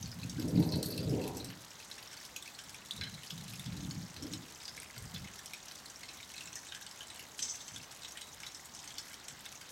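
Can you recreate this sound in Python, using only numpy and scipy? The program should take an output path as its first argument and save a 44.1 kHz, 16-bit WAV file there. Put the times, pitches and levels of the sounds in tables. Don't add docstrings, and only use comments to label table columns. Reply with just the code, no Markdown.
import sys
import numpy as np
from scipy import signal
from scipy.fft import rfft, irfft, next_fast_len
from scipy.io import wavfile
from scipy.ndimage import uniform_filter1d

SR = 44100
rng = np.random.default_rng(int(sys.argv[2]) if len(sys.argv) > 2 else 0)


def pcm_store(signal):
    levels = np.round(np.clip(np.atleast_2d(signal), -1, 1) * 32767)
    wavfile.write(sys.argv[1], SR, levels.astype(np.int16).T)


N = 428211


def undb(db):
    return 10 ** (np.asarray(db) / 20)


def level(x, db):
    return x * undb(db) / np.sqrt(np.mean(x ** 2))


def equal_energy(rows):
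    power = np.mean(rows ** 2, axis=1, keepdims=True)
    return rows * np.sqrt(power.mean() / power)


def colour(x, points):
    size = next_fast_len(len(x))
    hz = np.arange(size // 2 + 1) * SR / size + 1
    point_hz, point_db = np.transpose(points)
    curve = undb(np.interp(np.log(hz), np.log(point_hz), point_db))
    return irfft(rfft(x, size) * curve, size)[:len(x)]


def band(x, lo_hz, hi_hz, order=3):
    return signal.sosfilt(signal.butter(order, [lo_hz, hi_hz], "band", fs=SR, output="sos"), x)


def ring(x, hz, width_hz):
    peak = signal.iirpeak(hz, hz / max(width_hz, 5), SR)
    return signal.lfilter(*peak, signal.lfilter(*peak, x))


def waver(rate_hz):
    hold = int(SR / rate_hz)
    steps = np.repeat(rng.standard_normal(N // hold + 1), hold)
    return 1.3 * uniform_filter1d(uniform_filter1d(steps, hold), hold)[:N]


def clicks(count, spread_db, top_db=14):
    when, polarity, chance = rng.random((count, 3)).T
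    size = undb(np.minimum(-spread_db * np.log(1 - chance), top_db))
    out = np.zeros(N)
    np.add.at(out, (when * N).astype(int), np.sign(polarity - .5) * size)
    return out


def decay(x, t60):
    return signal.lfilter([1], [1, -np.exp(-np.log(1000) / (t60 * SR))], x)


def swells(starts, levels_db, holds, rise_db_s, fall_db_s):
    t = np.arange(0, N + 96, 96) / SR
    start, db, hold = (np.asarray(v)[:, None] for v in (starts, levels_db, holds))
    db = db - rise_db_s * np.maximum(start - t, 0) - fall_db_s * np.maximum(t - start - hold, 0)
    return np.interp(np.arange(N) / SR, t, np.sqrt(np.sum(undb(db) ** 2, axis=0)))


def hiss():
    # (frequency [Hz], gain [dB])
    eq = [(15, -38), (25, -9), (70, 4.5), (137, 5), (489, -0.5), (840, 3), (2110, -1.5), (2480, -7),
          (3820, -3), (4740, -6.5), (6210, -5.5), (8360, -9), (9570, -17), (14000, -14), (16000, -15.5)]
    out = 0
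    for lo_hz in 20 * 2. ** np.arange(10):
        flicker_db = 1.1 if lo_hz > 2000 else .6
        out = out + band(rng.standard_normal(N), lo_hz, 2 * lo_hz) * undb(flicker_db * waver(12))
    return level(colour(out, eq), -55.5)


def patter():
    # (frequency [Hz], gain [dB])
    eq = [(700, -13), (1500, 6.5), (2500, 8), (4000, 9), (6500, 10.5), (8500, 3.5), (10000, 5.5),
          (12500, 3), (15500, -19)]
    out = 0
    for lo_hz, hi_hz in [(1500, 2300), (2300, 3100), (3100, 4300), (4300, 5600), (5600, 7000),
                         (7000, 9000), (6000, 16000), (2000, 16000)]:
        impacts = np.abs(clicks(count=800, spread_db=5, top_db=15.5))
        envelope = uniform_filter1d(decay(impacts, t60=0.022), int(0.0018 * SR))
        splats = band(envelope * rng.standard_normal(N), lo_hz, hi_hz, order=2)
        out = out + level(splats, 5 * np.log10(hi_hz - lo_hz))
    return level(colour(out, eq), -56.5)


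def thin_object(modes, count, spread_db, t60, sizzle_db, sizzle_hz=(5500, 7200)):
    contacts = decay(np.abs(clicks(count, spread_db)), t60) * rng.standard_normal(N)
    rings = sum(undb(db) * ring(contacts, hz, width) for hz, width, db in modes)
    return level(rings, 0) + level(band(contacts, *sizzle_hz), sizzle_db)


def rattle():
    # (time [s], clatter level [dB], hold [s], shimmer level [dB])
    jolts = [(0.404, -58, .02, -65), (0.5, -64, 0.018, -62), (0.584, -55, 0.042, -59.5),
             (0.65, -56, 0.034, -63), (0.736, -48.5, 0.021, -72), (0.777, -60, .03, -66),
             (0.83, -56, 0.044, -52), (0.887, -55, 0.03, -64), (.92, -57, 0.032, -66),
             (0.975, -57, 0.023, -69), (1.028, -66, .02, -70), (1.09, -73, .02, -76), (1.17, -79, .04, -72),
             (1.224, -55, 0.029, -63), (1.36, -61, 0.029, -66), (1.457, -61, .04, -62)]
    # (frequency [Hz], width [Hz], gain [dB])
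    clatter_modes = [(1640, 160, -9), (2610, 90, 1), (4010, 75, 10), (4160, 75, 7), (4340, 80, 9),
                     (4700, 80, 9), (4850, 70, 3), (5180, 70, 1), (5460, 100, -2), (5900, 90, -3)]
    # (frequency [Hz], width [Hz], gain [dB])
    shimmer_modes = [(8310, 140, -6), (9600, 130, -9), (10200, 120, -4), (10820, 90, 2), (11600, 180, -11),
                     (12310, 220, 4), (13000, 120, -2), (14670, 200, -6)]
    start, clatter_db, hold, shimmer_db = np.transpose(jolts)
    clatter = thin_object(clatter_modes, count=6000, spread_db=1.5, t60=.035, sizzle_db=-31)
    shimmer = thin_object(shimmer_modes, count=1800, spread_db=2.5, t60=.04, sizzle_db=-25)
    return (clatter * swells(start, clatter_db, hold, rise_db_s=500, fall_db_s=179)
            + shimmer * swells(start, shimmer_db, hold, rise_db_s=500, fall_db_s=85))


def spatter():
    # (time [s], level [dB], hold [s])
    bursts = [(7.392, -48, .028), (7.425, -40, 0.026), (7.483, -47, .008), (7.497, -43, .018),
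              (7.55, -50, .012), (7.607, -49, .014), (7.677, -54, 0.02), (7.74, -57, 0.01)]
    # (frequency [Hz], width [Hz], gain [dB])
    modes = [(3150, 200, -12), (3490, 130, -12), (4680, 130, -12), (4980, 130, -8), (5240, 130, -10),
             (5570, 220, -4), (6100, 220, 3), (6390, 160, -2), (6680, 130, -6), (7100, 200, -12),
             (7680, 200, -4), (8240, 150, -15), (8680, 130, -13)]
    spray = thin_object(modes, count=9000, spread_db=1.5, t60=.04, sizzle_db=-7, sizzle_hz=(5000, 7700))
    return spray * swells(*np.transpose(bursts), rise_db_s=3000, fall_db_s=260)


def thunder():
    # (frequency [Hz], gain [dB])
    eq = [(20, -34), (50, -17), (110, -2), (180, 0), (215, -6), (250, -6), (275, -8), (305, -1), (335, -13),
          (430, -10), (500, -11), (570, -19), (620, -15), (680, -25), (760, -20), (860, -25), (940, -22),
          (1020, -24), (1100, -45)]
    edges = [22, 90, 230, 350, 700, 1050]
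    # (time [s], bass level [dB], hold [s], deep, low-mid, high-mid [dB re bass])
    rolls = [(0.0, -48, 0.072, -5, -15.5, -23), (0.161, -47.5, .03, -14, -28, -16),
             (0.225, -44, 0.11, -11, -11.5, -20.5), (0.37, -43, 0.1, -7, 2, -7),
             (0.449, -40.5, 0.073, -14, -14, -7.5), (0.541, -26.5, 0.049, -23, -6.5, -16),
             (.62, -47, 0.11, -12, -9, 0), (0.743, -34, 0.0073, -18, -5.5, -6.5),
             (0.861, -44.5, 0.19, -16, -5, -4.5), (0.993, -38, 0.035, -23, -19, -11),
             (1.058, -33.5, 0.07, -15, -10, -5.5), (1.131, -39.5, 0.048, -16, 1.5, 1),
             (1.216, -46, .04, -12, -7, -6), (1.28, -53.5, 0.1, -1, 2.5, 1),
             (1.428, -49, 0.077, -21, -10, -25), (2.66, -64.5, 0.16, -18, -8, -19),
             (2.943, -54, 0.053, 1, -18, -10.5), (3.008, -50, 0.073, -16, -16, -37),
             (3.12, -52, 0.042, -15, -27, -19), (3.329, -48, 0.066, -21, -31, -21),
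             (3.446, -51.5, 0.16, -12, -23, -34), (3.669, -42.5, 0.063, -9, -13.5, -21),
             (3.76, -47.5, 0.07, -7, -4.5, -23), (3.829, -44.5, 0.075, -24, -5.5, -25),
             (3.969, -43, 0.042, -17, -16, -28), (4.15, -60.5, 0.03, 9, -2, 2),
             (4.209, -54, 0.047, -9, 7, -1), (4.318, -46.5, 0.026, -22, -3.5, -32),
             (4.411, -56.5, 0.034, -17, -20, -11), (4.729, -64.5, .02, 2, -14, -2),
             (4.95, -57, 0.059, 4, -27, -8), (5.031, -49, 0.019, -8, -36, -27),
             (5.13, -49, 0.03, -3, -18, -23), (5.21, -48.5, .02, -21, -20, -27),
             (5.29, -72, .03, -9, -19, -15), (6.1, -73, 0.053, -13, 6, -30),
             (6.38, -65.5, 0.14, -18, -6, -30), (7.18, -63, 0.016, -11, -7, -30),
             (7.379, -67.5, 0.038, -1, 4, -30), (7.72, -58, 0.034, -10, -8, -28),
             (8.75, -71, 0.12, -15, 1, -32), (9.3, -60.5, 0.044, -25, -10, -36)]
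    lags = [0.033, 0.00079, 0.012, 0.032]
    falls = [112, 140, 135, 129]
    # (time [s], level [dB])
    tearing = [(0.3, -87), (0.328, -73), (0.404, -80), (0.418, -57), (0.506, -72), (0.62, -49.5),
               (.7, -54.5), (.79, -55.5), (0.868, -72), (0.91, -83), (0.936, -76), (1.07, -87),
               (1.082, -78), (1.176, -54.5), (1.328, -51.5), (1.42, -58), (1.6, -92)]
    shocks = colour(clicks(count=8000, spread_db=0), eq)
    start, bass_db, hold, deep_db, low_mid_db, high_mid_db = np.transpose(rolls)
    levels_db = [bass_db + deep_db, bass_db, bass_db + low_mid_db, bass_db + high_mid_db]
    envelopes = [swells(start + lag, db, hold, rise_db_s=900, fall_db_s=fall)
                 for db, lag, fall in zip(levels_db, lags, falls)]
    envelopes.append(undb(np.interp(np.arange(N) / SR, *np.transpose(tearing))))
    jump_s, lead_s = 0.0093, 0.00744
    fronts = np.zeros(N)
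    fronts[(np.maximum(start - lead_s, 0) * SR).astype(int)] = undb(bass_db + 3.5)
    jumps = np.convolve(fronts, np.linspace(-1, 1, int(jump_s * SR)))[:N]
    out = band(jumps, 77, 180, order=2)
    for lo_hz, hi_hz, envelope in zip(edges, edges[1:], envelopes):
        rumble = band(shocks, lo_hz, hi_hz, order=5)
        steady = rumble / np.sqrt(uniform_filter1d(rumble ** 2, SR // 10))
        out = out + steady * undb(1.2 * waver(15)) * envelope
    return out


def lingering_rings():
    # (time [s], pitch [Hz], level [dB], t60 [s])
    tails = [(1.168, 2650, -66, 0.28), (1.383, 4080, -66, 0.58), (3.011, 4040, -46, 0.55),
             (3.013, 1610, -50, 0.36), (3.045, 1590, -51, 0.24), (3.036, 2170, -57, 0.26),
             (3.036, 3200, -53, 0.34), (3.013, 2160, -45, 0.22), (4.68, 5230, -52, 0.6),
             (4.83, 9500, -67, 0.8), (6.34, 2550, -54, 0.34), (6.409, 2620, -61, 0.61),
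             (6.562, 6100, -62, 0.38), (6.559, 1770, -54, 0.16), (6.723, 1600, -61, 0.57),
             (6.769, 1650, -60, 0.46), (6.81, 1620, -57, .3), (8.214, 3820, -53, 0.37),
             (8.428, 5450, -59, 1)]
    out, t = np.zeros(N + SR), np.arange(SR // 2) / SR
    for start, hz, db, t60 in tails:
        tone = level(ring(rng.standard_normal(len(t)), hz, width_hz=230), db)
        attack = np.minimum(t / 0.005, 1)
        out[int(start * SR):][:len(t)] += tone * attack * undb(-60 * t / t60)
    return out[:N] * undb(4.5 * waver(60))


def snaps():
    # (time [s], peak [dB], pitch [Hz])
    landings = [(2.3622, -31, 3000), (2.909, -23, 3600), (3.0112, -31, 4500), (3.3052, -29, 3200),
                (3.9095, -30, 4500), (4.337, -32, 3900), (4.6545, -32, 5000), (4.801, -29, 9000),
                (4.9785, -35, 4500), (5.1618, -36, 3500), (5.4593, -32, 7800), (6.7215, -36, 3500),
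                (6.7485, -35, 3200), (6.8655, -35, 8200), (7.4255, -28, 6000), (7.5105, -29, 6200),
                (8.9415, -37, 7500), (9.1422, -35, 5500), (9.4615, -33, 3600)]
    rise_cycles, t60_cycles = 3, 20
    out, t = np.zeros(N), np.arange(SR // 50) / SR
    for start, db, hz in landings:
        cycles = hz * t
        attack = np.sin(np.pi / 2 * np.minimum(cycles / rise_cycles, 1)) ** 2
        fall_db = 60 * np.maximum(cycles - rise_cycles, 0) / t60_cycles
        out[int(start * SR):][:len(t)] += undb(db - fall_db) * attack * np.sin(2 * np.pi * cycles)
    return out


def struck_surface(bursts):
    # (frequency [Hz], width [Hz])
    modes = [(1630, 130), (2170, 140), (2610, 130), (3100, 170), (3480, 130), (3780, 130), (4030, 100),
             (4330, 100), (4700, 110), (5240, 160), (5600, 200), (6100, 180), (6700, 220), (7680, 250),
             (8400, 350), (10200, 350), (10900, 350), (12310, 350)]
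    size = next_fast_len(bursts.shape[1])
    hz = np.arange(size // 2 + 1) * SR / size
    centre, width = np.transpose(modes)[:, :, None]
    responses = 1 / (1 + 2j * (hz - centre) / width)
    spot_gains = undb(rng.normal(7, 7, (len(bursts), len(centre))))
    return irfft(rfft(bursts, size) * (1 + spot_gains @ responses), size)[:, :bursts.shape[1]]


def drips_and_rattle_clicks():
    hits = [(0.026, -26.5, 6100, -34, -28, -18, -3), (0.0578, -31.5, 4450, -28, -31, -34, -2.5),
            (0.115, -33, 5100, -23, -18, -15, 1), (0.196, -40, 3980, -9, -21, -19, -3),
            (0.215, -39, 4440, -15, -13, -20, -1), (0.2306, -39, 2640, -17, -25, -25, 6),
            (0.23, -40, 4040, -13, -19, -18, 6), (0.295, -24, 6340, -41, -13.5, -18, -10),
            (0.38, -37.5, 1570, -28, -17, -17, -0.5), (0.397, -30, 5100, -12, -14, -8, -4),
            (0.424, -38, 6600, -6, -20, -6, -2), (0.4828, -37, 5670, -25, -5, -10, 1),
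            (0.5541, -38, 4570, -18, -19, -17, 3), (0.573, -32, 4000, -10, -20, -22, -2),
            (0.6256, -29.5, 4070, -11, -18, -13, -1.5), (.6406, -40, 6110, -19, -10, -19, -5),
            (0.689, -38, 4800, -30, -7, -23, 6.5), (0.7213, -24.5, 4270, -26, -19, -17, 0.5),
            (0.7392, -32, 4020, -7, -30, -25, -1), (0.7574, -31.5, 4320, -26, -25, -6, 2),
            (0.8278, -26, 4240, -17, -6, -2.5, 0), (0.858, -29.5, 4370, -36, -9, -5, 1),
            (0.902, -33, 4580, -14, -22, -11, 0), (0.922, -35, 4340, -24, -23, -8, 4),
            (.9458, -40, 4700, -18, -21, -17, 1), (0.976, -24, 4300, -27, -24, -10, -5),
            (.977, -36.5, 2650, -13, -25, -25, 3), (0.9887, -36, 4630, -18, -19, -25, 5),
            (1.028, -38, 4700, -6, -28, -19, 4), (1.094, -32.5, 5050, -17, -9, -9.5, -6),
            (1.214, -33, 2620, -21, -18, -11, -4), (1.238, -31, 2600, -19, -11, -13, -8),
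            (1.2762, -28, 2560, -26, -14, -5, -11), (1.369, -32, 6000, -15, -4, -3, -7),
            (1.3905, -40, 5600, -25, -8, -21, -3), (1.399, -36, 4030, -30, -19, -19, 5),
            (1.444, -32.5, 3930, -28, -4, -4, -5), (1.5017, -35.5, 4300, -4, -18, -13, -4),
            (1.705, -39, 5400, -21, -4, -20, -1), (1.7996, -32, 2600, -20, -20, -16, -7),
            (1.845, -43, 7070, -20, -8, -10, -9), (1.913, -21.5, 4000, -22, -22, -24, -11),
            (1.9809, -34, 2670, -8, -7, -31, -5), (2.026, -39, 4630, -7, -23, -6, -1),
            (2.073, -35, 5500, -15, -16, -21, -3), (2.1127, -32, 1750, -16, -13, -21, -12),
            (2.1297, -33.5, 1520, -13, -10, -17, -8), (2.172, -32, 4580, -9, -14, -20, -5),
            (2.1993, -35, 5500, -20, -14, -25, -7), (2.25, -31.5, 5260, -19, -12, -13, -5),
            (2.2924, -49, 5140, -14, -14, -15, -11), (2.362, -27.5, 2520, -12.5, -4, -8, -4.5),
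            (2.4235, -29.5, 3700, -19, -11, -12.5, -10), (2.4578, -29, 2270, -18, -20, -29, -8),
            (2.476, -29, 2530, -29, -21, -31, -5.5), (2.5473, -38, 4270, -26, -8, -28, 1),
            (2.588, -29, 3420, -7, -10, -22, -8), (2.637, -36, 5440, -14, -15, -10, -7),
            (2.693, -34.5, 4960, -17, -7, -11, -7), (2.7436, -32.5, 2370, -11, -9, -13, -4),
            (2.8575, -36.5, 3400, -22, -6, -7, -8), (2.9085, -26, 3700, -43, -15, -13, 1),
            (2.962, -33, 3720, -28, -9, -10, -6), (2.976, -33, 3870, -17, -16, -22, -1),
            (3.0103, -23, 4020, -9, -21, -33, -5), (3.035, -23, 4000, -10, -24, -25, -5),
            (3.1407, -37, 4000, -18, -9, -10, 3), (3.1757, -39.5, 3680, -1, -18, -26, -12),
            (3.233, -30, 3070, -14, -22, -14, -9), (3.306, -23, 2860, -20, -20, -19.5, -19),
            (3.377, -31.5, 3770, -20, -17, -15, -6), (3.4368, -39, 3800, -15, -7, -8, -11),
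            (3.4796, -30, 4100, -21, -16, -15, -7), (3.5, -34, 3880, -19, -19, -7, -10),
            (3.5346, -32, 2600, -8, -24, -9, -6), (3.5554, -39, 6460, -21, -8, -4, -3),
            (3.5946, -30, 3560, -11, -14, -7.5, -3.5), (3.659, -29.5, 3500, -11, -15, -22, -8),
            (3.7215, -29.5, 1450, -13, -34, -33, -16), (3.766, -32.5, 4040, -14, -12, -15, -6),
            (3.805, -33, 6400, -15, -10, -31, -5), (3.8226, -44, 6920, -18, -8, -24, -4),
            (3.834, -40, 3560, -16, -17, -25, -2), (3.91, -30.5, 4500, -11, -6, -18, -11),
            (4.016, -42, 4020, -14, -11, -8, -4), (4.163, -32, 4100, -9, -14, -20, -3.5),
            (4.224, -35.5, 5570, -10, -5, -12, 3), (4.2663, -32.5, 5140, -12, -15, -14, -6),
            (4.3247, -31, 6600, -16, -19, -19, -2), (4.334, -26, 3970, -10, -8, -13.5, -6),
            (4.482, -38, 5460, -10, -10, -12, -7), (4.601, -33, 3720, -20, -13, -31, -7),
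            (4.6275, -39, 2070, -16, -9, -13, -5), (4.6545, -28, 4900, -25, -14, -28, -7),
            (4.679, -28.5, 4850, -10, -14, -21, -1), (4.742, -43, 5170, -19, -14, -25, -9),
            (4.7752, -28.5, 2200, -9, -15, -21, -4), (4.7984, -35, 3700, -24, -15, -13, -14),
            (4.819, -35, 2520, -15, -20, -11, -4), (4.83, -31, 2120, -10.5, -16, -11, -11),
            (4.949, -43, 4940, -4, -21, -24, -3), (4.9622, -37, 1440, -1, -13, -13, -3),
            (4.979, -36, 5460, -20, -3, -5, -14), (5.039, -41, 1800, -24, -4, -12, -3),
            (5.1446, -27.5, 4180, -15, -24, -16, -5.5), (5.161, -28, 3450, -8, -28, -32, -10),
            (5.2424, -30.5, 2110, -14, -19, -26, -8), (5.2726, -38.5, 3020, -1, -23, -18, -4),
            (5.3893, -27.5, 1730, -27, -15, -16, -11), (5.458, -30, 6410, -17, -12, -10, -12),
            (5.534, -21, 2400, -16.5, -19, -17, -8.5), (5.682, -31, 5950, -13, -15, -15, -6),
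            (5.7112, -30.5, 4680, -9, -24, -16, -10), (5.7524, -34.5, 6040, -20, -11, -27, -4),
            (5.857, -31.5, 4270, -24, -17, -11, -4), (5.899, -35, 6100, -12, -9, -14, -1),
            (5.9572, -43, 5660, -28, -4, -22, 7), (6.032, -24.5, 2090, -15, -18, -25, -11),
            (6.087, -24, 4160, -13, -19, -31, -16), (6.1447, -34, 6160, -10, -11, -13, -12),
            (6.1703, -34.5, 1680, -12, -18, -11, -15), (6.201, -35.5, 2310, -10, -22, -24, -2.5),
            (6.2275, -31, 3850, -14, -19, -25, -6), (6.3, -34, 5900, -10, -14, -24, -7),
            (6.3374, -35, 2190, -13, -7, -12, -8), (6.364, -34, 4070, -11, -13, -24, -2),
            (6.379, -31, 4020, -8, -11, -31, -3), (6.4066, -30, 2700, -15, -11, -25, -3.5),
            (6.455, -32.5, 7150, -11, -8, -19, -4), (6.4727, -32, 2660, -7, -6, -26, -8),
            (6.5286, -33, 6070, -13, -8, -20, -2), (6.555, -34, 6150, -14, 3, -7.5, -2),
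            (6.63, -39, 6080, -16, -17, -17, -3), (6.6567, -38, 6650, -12, -10, -24, -4),
            (6.668, -35.5, 6800, -5, -6, -21, -6), (6.686, -38, 3720, -17, -9, -29, 2),
            (6.7211, -28.5, 1630, -4, -18, -24, -12), (6.72, -39, 3750, -16, -27, -30, 4),
            (6.722, -44, 2570, -20, -25, -30, 2), (6.747, -26, 1630, -13, -11, -23, -8),
            (6.811, -34, 1590, -12, -11, -9, -6), (6.826, -37, 5800, -18, -12, -25, -2),
            (6.8636, -30, 3050, -15, -16, -18, -7), (6.911, -33.5, 5300, -11, -9, -15, -4),
            (7.006, -33, 3080, -6, -15, -14, 2), (7.03, -37, 3030, -11, -12, -9, -3),
            (7.101, -34, 3850, -5.5, -6, -13, -2), (7.158, -36.5, 4270, -12, -7, -9, -9),
            (7.193, -32.5, 2860, -7, -12, -6, -2), (7.391, -21, 3230, -12, -11, -21, -11),
            (7.426, -19, 5990, -21, -9, -23, -16), (7.48, -26, 6130, -16, -19, -33, -10),
            (7.5077, -33, 6370, -29, -24, -33, 0), (7.554, -31, 6070, -16, -28, -29, -5),
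            (7.5815, -47, 5720, -25, -11, -21, -7), (7.6043, -33, 3650, -19, -17, -29, -1),
            (7.679, -31.5, 6260, -12, -7, -19, -3), (7.7414, -36, 6340, -9, -19, -24, -6),
            (7.76, -29.5, 3400, -8.5, -8, -17, -3), (7.831, -32, 6400, -18, -13, -28, -10),
            (7.913, -31.5, 1600, -12, -10, -18, -12), (8.019, -36, 3800, -12, -5, -26, -5),
            (8.032, -33, 3980, -13, -9, -15, -4), (8.0465, -26, 3750, -10, -14, -37, -5),
            (8.081, -37, 6060, -10, 0, -20, -13), (8.1077, -37, 5440, -20, -10, -26, -4),
            (8.1197, -38.5, 6190, -12, -8, -15, 2), (8.1523, -41, 1890, -8, -18, -23, 2),
            (8.172, -33, 3050, 1, -6, -13, -6), (8.215, -30, 4000, -8, -7, -20, -8),
            (8.402, -37, 6320, -3, -4, -13, -8), (8.4178, -46, 5940, -14, -5, -11, -2),
            (8.432, -28.5, 2220, -6, -16, -23, -3.5), (8.465, -27, 3840, -13, -11, -16, -3),
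            (8.546, -33, 5330, -32, -3.5, -17, -2), (8.6083, -36, 5340, -20, -10, -17, -10),
            (8.655, -36.5, 6800, -17, -4, -4, -11), (8.748, -36, 6200, -10, -0.5, -15, -6),
            (8.7638, -35, 6090, -16, -16, -24, -2), (8.7891, -31, 6780, -21, -13, -22, -8),
            (8.8275, -39, 5160, -15, -16, -23, -6), (8.8417, -32.5, 2530, -14, -9, -19, -13),
            (8.8752, -29, 6300, -15, -10, -22, -7), (8.904, -36, 3200, -12, -6, -16, -1),
            (8.941, -41, 3400, -22, -9, -24, -4), (8.952, -36, 3300, -12, -16, -19, -12),
            (8.982, -21, 4400, -17.5, -11.5, -20, -9), (9.0309, -35, 6240, -12, -14, -18, -7),
            (9.1042, -39.5, 2030, -1, -13, -13, -4), (9.115, -43, 7200, -11, -9, -15, -10),
            (9.1307, -31.5, 2300, -13.5, -15, -13, -8), (9.1402, -34, 3370, -19, -13, -10, -10),
            (9.198, -41, 1630, -18, -9, -13, -8), (9.282, -28, 6270, -10, -6.5, -14, -12),
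            (9.406, -44, 4780, -18, -10, 1, -15), (9.4482, -37, 1660, -15, -12, -20, -9),
            (9.4604, -25.5, 3630, -11.5, -25, -20, -13), (9.5456, -42, 2290, -13, -16, -6, -4),
            (9.612, -34, 4740, -3, -10.5, -12.5, -7)]
    edges = [1400, 3200, 5500, 8500, 14600]
    rise_s, ring_t60, knock_t60 = .0024, 0.091, 0.012
    bright_fall_db_s = 350
    out, t = np.zeros(N + SR), np.arange(SR // 8) / SR
    start, db, pitch, dull_db, crisp_db, bright_db, ring_db = np.transpose(hits)[:, :, None]
    impact_noise, ring_noise = rng.standard_normal((len(hits), 2, len(t))).swapaxes(0, 1)
    middle_db = rng.normal(-12, 1.5, (len(hits), 1))
    attack = np.minimum(t / rise_s, 1)
    tick = undb(10 - 60 * t / 0.0057) + undb(-60 * t / 0.0051)
    tail = undb(-9.5 - 60 * t / 0.14)
    bursts = struck_surface(impact_noise * attack * (tick + tail))
    trims_db = [dull_db + 7.5, middle_db + 7.5, crisp_db + 7, bright_db + 5.5 - bright_fall_db_s * t]
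    impacts = sum(undb(trim) * equal_energy(band(bursts, lo_hz, hi_hz, order=4))
                  for trim, lo_hz, hi_hz in zip(trims_db, edges, edges[1:]))
    tones = np.array([level(ring(noise, hz, .1 * hz), 0) for noise, hz in zip(ring_noise, pitch[:, 0])])
    fade = undb(-60 * t / ring_t60) + undb(8 - 60 * t / knock_t60)
    rings = equal_energy(tones * attack * fade) * undb(ring_db)
    for at, hit in zip((start[:, 0] * SR).astype(int), undb(db - 13.5) * (impacts + rings)):
        out[at:at + len(t)] += hit
    return out[:N]


def scene():
    # (delay [s], gain [dB])
    walls = [(.004, -25), (0.009, -20), (.027, -19.5), (0.029, -33)]
    near = drips_and_rattle_clicks() + snaps() + patter()
    echoes = sum(undb(db) * np.roll(near, int(delay * SR)) for delay, db in walls)
    return (near + echoes + lingering_rings() + thunder() + rattle() + spatter() + hiss())[None]


def record(dry):
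    top_hz = 15900
    return signal.sosfilt(signal.ellip(8, .2, 70, top_hz, fs=SR, output="sos"), dry)


dry = scene()
out = record(dry)
pcm_store(out)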